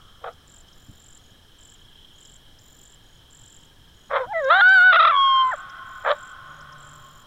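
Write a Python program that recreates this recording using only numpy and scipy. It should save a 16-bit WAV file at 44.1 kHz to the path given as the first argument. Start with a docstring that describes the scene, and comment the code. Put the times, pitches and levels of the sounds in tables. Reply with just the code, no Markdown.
"""Hill pasture: a coyote barks, breaks from a yelp into a high warbling howl, and barks again; the hills echo it.
Voice: harmonic sines with rasp, undertones and hiss. Barks: chaotic pulses and air through mouth resonances.
Three crickets trill nearby as gated falling tones, and a small bird chips in swept whistles.
Behind them: a far insect chorus in throbbing noise bands, an old echo, still air, low bumps, far tones."""
import sys
import numpy as np
from scipy import signal
from scipy.fft import rfft, irfft
from scipy.io import wavfile
from scipy.ndimage import uniform_filter1d, minimum_filter1d

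SR = 44100
rng = np.random.default_rng(int(sys.argv[2]) if len(sys.argv) > 2 else 0)


def store_wav(level_fs):
    """Save 16-bit WAV to argv[1]."""
    pcm = np.round(np.clip(np.atleast_2d(level_fs), -1, 1) * 32767)
    wavfile.write(sys.argv[1], SR, pcm.T.astype(np.int16))


N = 320386
TIME_S = np.arange(N) / SR
FREQS_HZ = np.fft.rfftfreq(N, 1 / SR)

# howl registers, low, high, low again: (time [s], pitch [Hz], level [dB], third-harmonic ring [dB])
YELP = [(4.17, 540, -28, -28), (4.222, 512, -24, -23), (4.252, 465, -43, -5), (4.278, 730, -42, -30),
        (4.327, 890, -25, -32), (4.338, 682, -29, -8), (4.362, 662, -22, -6), (4.395, 645, -23, -7),
        (4.42, 565, -25, -18), (4.455, 525, -21, -13), (4.485, 535, -19.5, -15), (4.51, 645, -22, -8),
        (4.553, 743, -20, -14), (4.603, 789, -19, -21), (4.614, 900, -13, -24)]
SCREAM = [(4.607, 1405, -11.5, -23), (4.66, 1480, -10.5, -16), (4.735, 1555, -11.5, 1),
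          (4.81, 1432, -11, -14), (4.85, 1488, -11, -19), (4.9, 1488, -10.5, -16),
          (4.922, 1415, -14.5, -22), (4.945, 1345, -13.5, -16), (4.975, 1465, -15, -28),
          (4.997, 1375, -14.5, -20), (5.102, 1367, -16, -24), (5.118, 1150, -19.5, -24),
          (5.185, 1098, -15.5, -5), (5.42, 1047, -15.5, -5), (5.45, 1038, -17.5, -23),
          (5.51, 1018, -24, -24)]
DROP = [(5.508, 1018, -31, -26), (5.525, 862, -30, -22), (5.542, 612, -28, -16), (5.556, 533, -44, -12)]
# strain of the voice: (time [s], rasp [0-1])
STRAIN = [(4.228, .012), (4.248, .15), (4.265, .005), (4.47, 0), (4.498, .018), (4.507, .19), (4.585, .09),
          (4.61, .2), (4.622, .025), (4.72, .11), (4.8, .075), (4.915, .08), (4.935, .4), (4.962, .42),
          (4.98, .05), (5.0, .22), (5.11, .2), (5.17, .01), (5.42, 0), (5.505, .05), (5.524, .2),
          (5.545, .05)]
# voice catches, pitch dips: (time [s], half-width [s], depth [share of pitch])
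CATCHES = [(4.931, 0.0037, 0.15), (4.947, 0.0025, 0.059), (4.961, 0.0046, .12), (5.003, 0.01, .11),
           (5.03, 0.0068, 0.086), (5.053, .004, 0.17), (5.079, .008, 0.12)]
# overtone colour of the throat: (frequency [Hz], gain [dB])
THROAT = [(400, -13), (750, 6), (1300, 9), (2200, -1), (2600, -10.5), (3100, -6), (3750, 0), (4100, -15),
          (4600, -23.5), (5400, -14.5), (6200, -47.5), (9000, -60.5)]
# hiss of the strained folds: (frequency [Hz], relative level [dB])
RASP = [(380, -28.5), (600, -8), (1250, 2), (1800, -11.5), (2700, -20), (3450, -3), (4150, -14),
        (4500, -38), (6000, -43)]
# tremor as the scream settles; depth as share of pitch
QUAVER_START_S, QUAVER_END_S, QUAVER_HZ, QUAVER_DEPTH = 5.11, 5.18, 92, .03
BRIGHTEN_DB_PER_DB = 1.2  # extra treble, against the fundamental, as the voice gets louder

# mouth resonances of a soft, a full and a hooting bark: (frequency [Hz], relative level [dB])
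SOFT_MOUTH = [(330, -45), (480, 5.5), (560, -4), (750, -0.5), (980, -12), (1200, -3), (1500, -10),
              (1750, -19.5), (2600, -31), (3000, -56)]
FULL_MOUTH = [(330, -44.5), (440, -7), (560, 7), (720, -4.5), (900, 0), (1200, 0.5), (1500, -4),
              (1800, -9.5), (2100, -11.5), (2600, -24.5), (3000, -58.5)]
HOOT_MOUTH = [(330, -33), (440, -14), (520, -3), (590, 4), (700, -8), (860, -6), (1170, -3.5), (1480, -4.5),
              (1750, -9.5), (2000, -16), (2600, -28), (3000, -50)]
MOUTHS = {"soft": SOFT_MOUTH, "full": FULL_MOUTH, "hoot": HOOT_MOUTH}
# bright edge of a bark: (frequency [Hz], relative level [dB])
BARK_EDGE = [(2600, -24), (3050, -0.5), (3400, 3.5), (3900, -6), (4250, -17.5), (4500, -21), (5400, -27.5),
             (7000, -48)]
# barks: (start [s], peak [s], peak level [dB], fall [dB/s], opening crack [dB], bright edge [dB],
#         pitch [Hz], chaos left from the peak on [0-1], mouth)
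BARKS = [(.216, .236, -49, 400, 0, -7, 680, .9, "soft"),
         (.243, .282, -28, 680, 11.5, -22, 700, .35, "soft"),
         (4.108, 4.164, -17, 310, -2, -19, 535, .2, "full"),
         (6.048, 6.118, -11.5, 950, -1.5, -15, 580, .15, "hoot")]
SWELL_DB_PER_S, ONSET_DB_PER_S = 190, 2000  # abrupt start, then swell to the peak
CRACK_HALF_WIDTH_S, EDGE_GROWTH_DB_PER_DB = .004, 2.2  # edge growth per dB of body
# muzzle radiation, no bass and little top: (frequency [Hz], gain [dB])
MUZZLE = [(200, -45), (330, -33.5), (450, -2), (4150, 0.5), (4450, 0), (4700, -13), (5000, -9.5),
          (5450, -1.5), (5800, -10), (8000, -27.5)]

# colour of the hill echo: (frequency [Hz], gain [dB])
HILL_COLOUR = [(300, -6.5), (560, -10.5), (800, -3.5), (1080, -1), (1500, -1), (2200, -3.5), (3200, -3),
               (5000, -18.5)]
# echo crest delay, build-up before it, loss over the next second, early scatter re crest
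HILL_DELAY_S, HILL_RISE_DB_PER_S, HILL_LOSS_DB, HILL_EARLY_DB = .4, 85, 10.2, -22
HILL_LAST_S = 2.15  # farthest slope
OLD_ECHO_DB, OLD_ECHO_FALL_DB_PER_S = -58.3, 22  # an earlier howl dying away

# wing strokes: name: (rate [1/s], pitch [Hz], first scrape [dB], its width [s],
#                      second scrape at [s], its width [s], octave [dB])
CRICKETS = {"loud": (46.05, 7540, -1.5, .0012, .0062, .0019, -28),
            "swept": (45.4, 7350, 2, .0007, .0072, .0018, -9.5),
            "faint": (44.6, 6900, -2, .0013, .004, .0035, -27)}
# trills: (start [s], length [s], level [dB], cricket)
TRILLS = [(.474, .146, -45, "loud"), (.754, .26, -53.5, "swept"), (.996, .193, -45, "loud"),
          (1.193, .122, -57, "faint"), (1.586, .169, -45, "loud"), (1.69, .14, -62, "faint"),
          (2.135, .115, -57, "faint"), (2.185, .186, -45, "loud"), (2.59, .258, -49.5, "swept"),
          (2.788, .172, -45, "loud"), (3.04, .15, -58, "faint"), (3.304, .28, -45, "loud"),
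          (3.52, .14, -60, "faint"), (3.585, .083, -52, "loud"), (3.945, .145, -58, "faint"),
          (4.375, .125, -56, "faint"), (4.484, .215, -53.5, "swept"), (4.694, .149, -47.5, "loud"),
          (5.119, .305, -55.5, "swept"), (5.448, .167, -47, "loud"), (5.864, .305, -52.5, "swept"),
          (6.163, .17, -47, "loud"), (6.475, .12, -56, "faint"), (6.781, .193, -45.5, "loud"),
          (6.931, .305, -50.5, "swept")]
STROKE_SAG_HZ_PER_S, FIRST_SCRAPE_S = 33000, .0014  # the wing slows through each stroke
WING_RING_DB, WING_RING_S = -12, .012  # the wing rings on between scrapes

# bird chips: (time of lowest pitch [s], level [dB], fade-in [s], fade-out [s])
CHIPS = [(.328, -57, .001, .008), (.683, -56, .001, .008), (.732, -52, .004, .004),
         (2.258, -51, .004, .004), (2.588, -51, .001, .008), (4.447, -46.5, .004, .004),
         (4.688, -45, .001, .009), (5.70, -48.5, .004, .004), (6.609, -51, .001, .008),
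         (6.73, -49, .004, .004)]
CHIP_LOW_HZ, CHIP_SWEEP_HZ, CHIP_GLIDE_S = 5080, 2900, .0052

# main far chorus: (time [s], level [dB])
FIELD_CRICKETS = [(0, -57.5), (.4, -60), (1.45, -60), (2.03, -53.5), (2.67, -61), (3.33, -58),
                  (4.05, -59.5)]
# other far choruses: (centre [Hz], width [Hz], level [dB], mean pulse rate [1/s], pulse depth [0-1])
CHORUSES = [(1675, 170, -70, 19, .6), (3800, 490, -71, 4.7, 0.3), (5260, 460, -72.5, 15.3, .35),
            (5580, 350, -80, 39, .3)]
# still outdoor air: (frequency [Hz], relative level [dB])
AIR = [(20, 1), (50, -6), (110, -6), (200, -14.5), (350, -18), (650, -23), (1400, -24), (2500, -31.5),
       (4000, -25.5), (4600, -34), (6000, -32), (8500, -35.5), (11000, -37), (15500, -40.5)]
# soft low bumps: (time [s], level [dB])
THUMPS = [(0.887, -39), (1.315, -50), (4.262, -43.5)]
# two far howls and a low drone: (start [s], end [s], pitch [Hz], level [dB], waver [Hz])
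FAR_TONES = [(3.15, 3.95, 915, -71, 12), (6.4, 7.0, 585, -65, 8), (6.38, 7.12, 143, -55, 3)]
CUTOFF_HZ = 15750


def howl():
    """The yelp flips up an octave into the scream, which catches, quavers as it settles, then drops away."""
    dips = sum(depth * bump(TIME_S, s, width_s) for s, width_s, depth in CATCHES)
    quaver = QUAVER_DEPTH * gate(QUAVER_START_S, QUAVER_END_S, .02) * np.sin(2 * np.pi * QUAVER_HZ * TIME_S)
    yelp = voice(YELP, 0, clean_db=-23, second_db=15.5, high_db=-27, high_rasp_db=10, under_db=4,
                 top_hz=5500, jitter=.12, hiss_db=-4)
    scream = voice(SCREAM, dips + quaver, clean_db=-32, second_db=0.8, high_db=-26.5, high_rasp_db=-30,
                   under_db=-3.5, top_hz=6000, jitter=.04, hiss_db=-16, shimmer=.75)
    drop = voice(DROP, 0, clean_db=-23, second_db=14, high_db=-30, high_rasp_db=-8, under_db=-6,
                 top_hz=5500, jitter=.06, hiss_db=-12)
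    return yelp + drop + scream * (1 + 9 * quaver)


def voice(rows, dips, clean_db, second_db, high_db, high_rasp_db, under_db, top_hz, jitter, hiss_db,
          shimmer=1.0, snap_db=6, flare_db=10, surge_db=3.5):
    """One register: clean folds favour odd harmonics; strain adds octave, treble, half-pitch undertones, rasp."""
    pitch_hz, level_db, third_db = in_time(rows)
    rasp = np.clip(in_time(STRAIN)[0], 0, 1)
    pitch_hz = pitch_hz * (1 - dips) * (1 + jitter * (rasp + 0.066) * band_noise(0, 440))
    flutter = 1 + np.tanh(shimmer * rasp * band_noise(0, 250))
    # at each catch the folds slap harder: the voice surges, the overtones flare
    slap = np.tanh(dips / .08) * np.ones(N)
    surge = from_db(surge_db * slap)
    hiss = from_db(hiss_db) * (rasp + 5 * dips) * colour(rng.standard_normal(N), RASP)

    sounding = gate(rows[0][0], rows[-1][0], .007)
    on = sounding > 0
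    pitch_hz, rasp, slap = pitch_hz[on], rasp[on], slap[on]
    phase = phase_of(pitch_hz)
    second_gain = from_db(clean_db) + from_db(second_db) * rasp
    second = second_gain * gain_at(THROAT, 2 * pitch_hz) * np.sin(2 * phase)
    third_gain = from_db(third_db[on] + flare_db * slap)
    third = third_gain * gain_at(THROAT, 3 * pitch_hz) * np.sin(3 * phase)

    k = np.arange(4, 11)[:, None]
    # rough folds lose their highest overtones
    weights = gain_at(THROAT, k * pitch_hz) / (1 + (k * pitch_hz * (1 + rasp) / top_hz) ** 20)
    brightness = from_db(BRIGHTEN_DB_PER_DB * (level_db[on] + 18))
    high_gain = brightness * (from_db(high_db) + from_db(high_rasp_db) * rasp)
    high = high_gain * (weights * np.sin(k * phase)).sum(0)

    # the throat delays each undertone differently, so they do not pile up into spikes
    halves = np.arange(.5, 3)[:, None]
    offsets = rng.uniform(0, 2 * np.pi, halves.shape)
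    undertones = gain_at(THROAT, halves * pitch_hz) * np.sin(halves * phase + offsets)
    under = rasp * from_db(under_db + snap_db * rasp * (slap - 1)) * undertones.sum(0)

    tones = np.sin(phase) + second + third + high + under
    out = np.zeros(N)
    # hiss puffs once a cycle
    out[on] = np.sqrt(2) * tones * flutter[on] + hiss[on] * (1 + np.cos(phase))
    return out * from_db(level_db) * surge * sounding


def bark(start_s, peak_s, peak_db, fall_db_per_s, crack_db, edge_db, pitch_hz, settled, mouth):
    """Chaotic fold pulses and puffs of air ring in the mouth; the pitch steadies as the bark swells."""
    swell_db = SWELL_DB_PER_S * (TIME_S - peak_s)
    fall_db = fall_db_per_s * (peak_s - TIME_S)
    effort_db = np.minimum(swell_db, fall_db) - ONSET_DB_PER_S * np.maximum(start_s - TIME_S, 0)
    effort_db = np.maximum(effort_db + crack_db * bump(TIME_S, start_s, CRACK_HALF_WIDTH_S), -150)
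    chaos = np.interp(TIME_S, [start_s, peak_s], [1, settled])
    phase = phase_of(pitch_hz * (1 + .33 * chaos * band_noise(0, 450)))
    pulses = rms_one(np.exp(6 * (np.cos(phase) - 1)) * from_db(2.5 * band_noise(0, 400)))
    air = (pulses + 1) * rng.standard_normal(N)
    source = np.diff(pulses, prepend=0) * 6 + .35 * pulses + 1.6 * air
    out = 0
    layers = ((MOUTHS[mouth], effort_db), (BARK_EDGE, edge_db + EDGE_GROWTH_DB_PER_DB * effort_db))
    for spectrum, layer_db in layers:
        ringing = colour(source, spectrum)
        # level out the ringing so that the effort alone sets the envelope
        local_rms = np.sqrt(uniform_filter1d(ringing ** 2, size=500) + 1e-9)
        out = out + from_db(peak_db + layer_db) * ringing / local_rms
    surges = 1 + .35 * np.tanh(band_noise(0, 170))  # coarse, uneven
    return out * surges * gate(start_s - .03, peak_s + .095, .006)


def hills(x):
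    """Wooded slopes scatter the calls back late, in a long dull wash that dies fast at first, then slowly."""
    late_s = TIME_S - HILL_DELAY_S
    rise_db = np.maximum(HILL_RISE_DB_PER_S * late_s, HILL_EARLY_DB)
    fall_db = -HILL_LOSS_DB * np.sqrt(np.maximum(late_s, 0))
    response = rng.standard_normal(N) * from_db(np.minimum(rise_db, fall_db)) * gate(-1, HILL_LAST_S, .9)
    response /= np.sqrt(np.sum(response ** 2))
    coloured = irfft(rfft(response) * gain_at(HILL_COLOUR, FREQS_HZ), N)
    return signal.fftconvolve(x, coloured[:N // 2])[:N]


def nearby(x, t60_s=.22):
    """Ground and bushes close by add a brief scatter: decaying noise after 8 ms."""
    response = (rng.standard_normal(N) * from_db(-60 * TIME_S / t60_s) * (TIME_S > .008))[:SR // 2]
    return signal.fftconvolve(x, response / np.sqrt(np.sum(response ** 2)))[:N]


def old_howl_echo():
    """An earlier howl dies away as a decaying noise band."""
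    return from_db(OLD_ECHO_DB - OLD_ECHO_FALL_DB_PER_S * TIME_S) * band_noise(1280, 330)


def crickets():
    """Three neighbours trill at nearly the same stroke rate."""
    return cricket("loud", scratch=.029) + cricket("swept", scratch=.02) + cricket("faint", scratch=.01)


def cricket(name, scratch):
    """Each stroke drags a file over the scraper: a short falling tone that snags part-way, so two scrapes."""
    per_s, hz, first_db, first_width_s, second_at_s, second_width_s, octave_db = CRICKETS[name]
    since_s, level = np.zeros(N), np.zeros(N)
    for start_s, length_s, db, singer in TRILLS:
        if singer == name:
            on = (TIME_S >= start_s) & (TIME_S < start_s + length_s)
            age_s = TIME_S[on] - start_s
            since_s[on] = age_s % (1 / per_s)
            level[on] = from_db(db) * (1 - 0.56 * np.exp(-age_s / .025))
    first = from_db(first_db) * bump(since_s, FIRST_SCRAPE_S, first_width_s)
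    scrapes = first + bump(since_s, second_at_s, second_width_s)
    # the file bites evenly, so each scrape has a flat top
    tone = np.maximum(np.tanh(1.8 * scrapes), from_db(WING_RING_DB) * np.exp(-since_s / WING_RING_S))
    octave = from_db(octave_db) * bump(since_s, .005, .004)
    phase = phase_of((hz - STROKE_SAG_HZ_PER_S * since_s) * (1 + scratch * band_noise(0, 1700)))
    uneven = from_db(1.6 * band_noise(0, 120))
    return level * uneven * (tone * np.sin(phase) + octave * np.sin(2 * phase))


def chips():
    """One fast whistle dives to its lowest pitch and sweeps up; some sound almost only on the way up."""
    out = np.zeros(N)
    for s, db, fade_in_s, fade_out_s in CHIPS:
        on = (TIME_S > s - 2.5 * fade_in_s) & (TIME_S < s + 3 * fade_out_s)
        age_s = TIME_S[on] - s
        hz = CHIP_LOW_HZ + CHIP_SWEEP_HZ * age_s ** 2 / (age_s ** 2 + CHIP_GLIDE_S ** 2)
        envelope = np.exp(np.minimum(age_s / fade_in_s, -age_s / fade_out_s))
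        out[on] += from_db(db) * envelope * np.sin(phase_of(hz))
    return np.sqrt(2) * out


def chorus():
    """Many far insects merge into narrow throbbing bands."""
    main_level = from_db(in_time(FIELD_CRICKETS)[0] + .8 * band_noise(0, 9))
    out = main_level * band_noise(3185, 300) * (1 + 0.17 * band_noise(29.5, 4))
    for hz, width_hz, db, per_s, depth in CHORUSES:
        throb = 1 + depth * np.sin(phase_of(per_s * (1 + .15 * band_noise(0, 6))))
        out = out + from_db(db) * band_noise(hz, width_hz) * throb
    return out


def background():
    """Coloured noise for air, noise bursts for low bumps, wavering sines for far tones."""
    air = from_db(-52.5) * colour(rng.standard_normal(N), AIR)
    bumps = sum(from_db(db) * gate(s, s + 1, .012) * np.exp(-np.abs(TIME_S - s) / 0.02) for s, db in THUMPS)
    far = np.zeros(N)
    for start_s, end_s, hz, db, waver_hz in FAR_TONES:
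        level = from_db(db + 2.5 * band_noise(0, 10)) * gate(start_s, end_s, .2)
        far += level * np.sin(phase_of(hz + waver_hz * band_noise(0, 17)))
    return air + bumps * band_noise(110, 210) + far


def from_db(db):
    """Decibels to gain."""
    return 10 ** (np.asarray(db) / 20)


def rms_one(x):
    """Scale to rms 1."""
    return x / np.sqrt(np.mean(x ** 2) + 1e-20)


def in_time(rows):
    """Each column of a curve at every sample."""
    s, *columns = np.transpose(rows)
    return [np.interp(TIME_S, s, c) for c in columns]


def gain_at(spectrum, hz):
    """Gain of a (frequency [Hz], level [dB]) spectrum, interpolated over log frequency."""
    points_hz, db = np.transpose(spectrum)
    return from_db(np.interp(np.log(hz + 1), np.log(points_hz), db))


def colour(x, spectrum):
    """Filter by a spectrum; rms 1."""
    return rms_one(irfft(rfft(x) * gain_at(spectrum, FREQS_HZ), N))


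def band_noise(hz, width_hz):
    """Noise in one resonance; at 0 Hz, a random wander. Rms 1."""
    response = 1 / (1 + ((FREQS_HZ - hz) / width_hz) ** 2) ** 2
    return rms_one(irfft(rfft(rng.standard_normal(N)) * response, N))


def phase_of(hz):
    """Running phase [rad] of a moving pitch."""
    return 2 * np.pi * np.cumsum(hz) / SR


def gate(start_s, end_s, fade_s):
    """1 between two times, with linear ramps."""
    return np.clip(np.minimum(TIME_S - start_s, end_s - TIME_S) / fade_s + .5, 0, 1)


def bump(t, centre, width):
    """Bell curve of height 1; half-width to 1/e."""
    return np.exp(-((t - centre) / width) ** 2)


def scene():
    """Coyote and echoes over crickets, bird, chorus and air."""
    calls = sum(bark(*row) for row in BARKS) + howl()
    coyote = irfft(rfft(calls) * gain_at(MUZZLE, FREQS_HZ), N)
    echo = from_db(-22.5) * hills(coyote) + from_db(-24) * nearby(coyote)
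    insects_and_bird = crickets() + chorus() + chips()
    return (coyote + echo + old_howl_echo() + insects_and_bird + background())[None]


def record(dry):
    """A fast limiter holds the peaks; a steep low-pass cuts the top."""
    room_left = np.minimum(1, .53 / (np.abs(dry) + 1e-9))
    gain = uniform_filter1d(minimum_filter1d(room_left, size=300), size=300)
    low_pass = signal.ellip(10, .1, 80, CUTOFF_HZ, fs=SR, output="sos")
    return signal.sosfilt(low_pass, dry * gain)


dry = scene()
out = record(dry)
store_wav(out)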